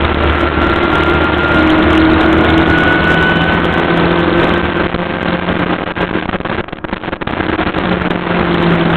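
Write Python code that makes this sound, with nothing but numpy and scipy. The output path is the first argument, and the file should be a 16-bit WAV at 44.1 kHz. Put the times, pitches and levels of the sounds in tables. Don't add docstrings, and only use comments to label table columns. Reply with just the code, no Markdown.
import sys
import numpy as np
from scipy import signal
from scipy.fft import rfft, irfft, next_fast_len
from scipy.io import wavfile
from scipy.ndimage import uniform_filter1d

SR = 44100
rng = np.random.default_rng(int(sys.argv[2]) if len(sys.argv) > 2 else 0)


def to_wav(sig):
    pcm = np.clip(np.atleast_2d(sig), -1, 1) * 32767
    pcm = np.round(pcm).astype(np.int16)
    wavfile.write(sys.argv[1], SR, pcm.T)


def amplitude_ratio(level_db):
    exponent = np.asarray(level_db, float) / 20
    return 10 ** exponent


N = 395136
TIME = np.arange(N) / SR

# time_s, four_stroke_cycle_hz
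ENGINE_SPEED = [(0.0, 37.7), (0.5, 38.03), (1.0, 38.6), (1.5, 39.05), (1.75, 39.48), (2.25, 40.0),
                (2.75, 40.82), (3.25, 41.42), (3.5, 41.92), (4.0, 42.4), (4.5, 43.02), (5.25, 43.87),
                (6.0, 44.53), (7.0, 45.2), (7.6, 45.43), (8.0, 44.6), (8.3, 43.9), (8.96, 41.46)]
# cycle_multiple, level_db away from mount resonances, change_db once lifted
ENGINE_TONES = [
    (2, -19, -4),
    (4, -24, 3),
    (8, -18, 0),
    (12, -30, -4),
    (16, -27, 0),
    (18, -31, -2),
    (36, -23, -16),
    (54, -34, -6),
    (72, -31, -8),
]
# cycle_multiple, level_db
WEAK_ORDERS = [(5, -23.5), (7, -23.5), (9, -21), (10, -34), (15, -28), (22, -29), (24, -31), (35, -29.5),
               (37, -34)]
# center_hz, width_hz, peak_db
MOUNT_RESONANCES = [(75.3, 1.8, -2), (80, 5, -10), (171, 17, -8), (320, 11, -2), (343, 10, -7),
                    (524, 30, -14), (638, 26, -14.5), (742, 30, -17), (1393, 36, -6.5), (1484, 36, -5.5),
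                    (1550, 140, -14), (2080, 110, -22), (2200, 40, -17), (3000, 40, -15)]
# center_hz, width_hz, peak_db
CHASSIS_RESONANCES = [(75.3, 15, 5), (221, 20, -2), (320, 21, 1.5), (342, 36, -1.5), (543, 32, -12.5),
                      (620, 110, -10), (1400, 340, -8.5)]
# frequency_hz, density_db (per Hz)
ROAR_SPECTRUM = [(20, -19), (50, -7), (120, -4), (300, -1), (600, -5), (1200, -6), (2000, -12), (3000, -17),
                 (4500, -22)]
# time_s, let_through_db
OPENNESS = [(0.0, -13.5), (0.32, -14.3), (0.64, -13.2), (1.2, -12.5), (1.47, -12.8), (1.72, -10.1),
            (2.6, -11), (3.4, -11.6), (4.45, -12.9), (4.66, -15.3), (5.15, -16.6), (5.62, -15),
            (6.0, -16.8), (7.15, -19.4), (7.4, -16.6), (8.17, -16), (8.6, -12.3), (8.96, -13.0)]
# start_s, length_ms, let_through_db
LONG_GUSTS = [(4.874, 23.2, -26), (4.903, 39, -35.5), (4.964, 20, -35.5), (5.766, 12, -45),
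              (5.842, 11.0, -34), (5.916, 20.5, -23), (6.056, 34, -22), (6.262, 24, -26), (6.299, 25, -32),
              (6.369, 31.8, -42), (6.404, 44.3, -36), (6.558, 21, -34), (6.586, 16.2, -23),
              (6.615, 66, -50), (6.693, 29, -27.8), (6.735, 47.4, -38), (6.789, 52, -51), (6.853, 73, -46),
              (6.936, 26.1, -25.5), (6.972, 54, -50), (7.057, 20.5, -19.5), (7.097, 24.7, -23),
              (7.141, 23.8, -29.7), (7.17, 48, -36), (7.23, 39.7, -47), (7.471, 12.8, -27.5),
              (7.498, 10.7, -28), (7.638, 22, -25), (7.716, 24.4, -18), (8.084, 17, -33)]


def unit(x):
    return x / np.sqrt(np.mean(x ** 2))


def shaped(gain):
    size = next_fast_len(N)
    hz = np.arange(1, size // 2 + 2) * SR / size
    spectrum = rfft(rng.standard_normal(size)) * gain(hz)
    return unit(irfft(spectrum, size)[:N])


def walk(rate_hz):
    hold = int(SR / rate_hz)
    steps = np.repeat(rng.standard_normal(N // hold + 1), hold)
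    return unit(uniform_filter1d(uniform_filter1d(steps, hold), hold)[:N])


def engine():
    cycle_hz = uniform_filter1d(np.interp(TIME, *np.transpose(ENGINE_SPEED)), size=4000)
    phase = 2 * np.pi * np.cumsum(cycle_hz) / SR + .002 * walk(25)
    lift_s, lift_over_s = 7.6, .2
    lifted = np.clip((TIME - lift_s) / lift_over_s, 0, 1)

    def tone(multiple, level_db, flicker_db):
        level = amplitude_ratio(level_db + flicker_db * walk(16))
        return level * np.sqrt(2) * np.sin(multiple * phase + rng.uniform(0, 2 * np.pi))

    def along(response, multiple):
        return response(multiple * cycle_hz[::64]).repeat(64)[:N]

    strong = []
    for multiple, level_db, change_db in ENGINE_TONES:
        k = int(multiple)
        swell = np.sqrt(amplitude_ratio(level_db) ** 2 + along(mount, k))
        strong.append(tone(k, change_db * lifted + walk(40), 1.8) * swell)
    weak = sum(tone(k, db, 3.4) * (along(chassis, k) + .2) for k, db in WEAK_ORDERS)
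    firing, teeth = sum(strong[:5]), sum(strong[5:])
    return amplitude_ratio(1.5) * firing + amplitude_ratio(2) * teeth + amplitude_ratio(9.5) * weak


def mount(hz):
    return sum(amplitude_ratio(db) ** 2 / (1 + (2 * (hz - f) / w) ** 4) for f, w, db in MOUNT_RESONANCES)


def chassis(hz):
    return np.sqrt(sum(amplitude_ratio(db) ** 2 / (1 + (2 * (hz - f) / w) ** 2) for f, w, db in CHASSIS_RESONANCES))


def roar():
    hz, db = np.transpose(ROAR_SPECTRUM)
    wind = shaped(lambda f: amplitude_ratio(np.interp(np.log(f), np.log(hz), db))) * amplitude_ratio(1.2 * walk(30))
    frame = shaped(chassis) * amplitude_ratio(-4) * amplitude_ratio(2 * walk(8))
    return amplitude_ratio(-1.5) * (wind + frame)


def flutters(count=48):
    from_s, to_s = 4.66, 8.23
    when, length, level = rng.random((count, 3)).T
    start_s = from_s + (to_s - from_s) * (np.arange(count) + when) / count
    length_ms = np.interp(length ** 2, (0, 1), (3, 9))
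    let_db = np.interp(level, (0, 1), (-34, -14))
    return list(zip(start_s, length_ms, let_db))


def pressure(let_db):
    free_db = -8.5
    lost_db, held = free_db - let_db, np.zeros(N)
    for start_s, length_ms, gust_db in [*flutters(), *LONG_GUSTS]:
        a, b = int(start_s * SR), int((start_s + length_ms / 1000) * SR)
        lost_db[a:b] = free_db - gust_db + 6
        held[a:b] = 1
    push = 0.54 * np.sqrt(np.clip(uniform_filter1d(lost_db, size=120), 0, None))
    spring = 1.2 * uniform_filter1d(held, size=5000) * uniform_filter1d(1 - held, size=150)
    unsteady = np.clip(1 + .11 * walk(60) + .2 * walk(250), 0, None)
    return push * unsteady, spring


def diaphragm(sound, push):
    knee, far_side, flex, flex_hz = .14, 1.15, .13, 1100

    def past(x):
        return knee * np.logaddexp(0, x / knee)

    stiffness = 1 + .8 * push
    travel = 2.8 / stiffness
    outward = travel * np.tanh(past(sound - push) / travel)
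    inward = past(-sound - far_side * push)
    bass = signal.sosfilt(signal.butter(N=1, Wn=flex_hz, fs=SR, output="sos"), sound)
    return outward - inward + flex / stiffness * bass


def scene():
    let_db = np.interp(TIME, *np.transpose(OPENNESS))
    push, spring = pressure(let_db)
    return diaphragm(engine() + roar() + spring, push)[None]


def low_pass(x):
    return signal.sosfilt(signal.butter(12, 15900, fs=SR, output="sos"), x)


def record(dry):
    coupling = signal.butter(N=1, Wn=62, btype="high", fs=SR, output="sos")
    coupled = signal.sosfilt(coupling, amplitude_ratio(-2.8) * dry)
    chatter_hz, chatter_at = 3700, .26
    fall = uniform_filter1d(np.clip(-coupled - chatter_at, 0, .1) * 10, size=40)
    ring = .4 + np.sin(2 * np.pi * np.cumsum(chatter_hz * (1 + .13 * walk(200))) / SR)
    seldom = np.clip(walk(450) - .3, 0, .5)
    chatter = amplitude_ratio(-1.5) * fall * seldom * ring
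    ceiling, hard_clip = .685, .7
    preamp = ceiling * np.tanh(coupled / ceiling)
    voice_band = signal.butter(N=6, Wn=3780, fs=SR, output="sos")
    narrow = signal.sosfiltfilt(voice_band, preamp + chatter)
    narrow = signal.sosfilt(signal.cheby2(N=14, rs=70, Wn=5050, fs=SR, output="sos"), narrow)
    mix = np.clip(narrow, -hard_clip, hard_clip) - .006
    return low_pass(mix)


dry = scene()
out = record(dry)
to_wav(out)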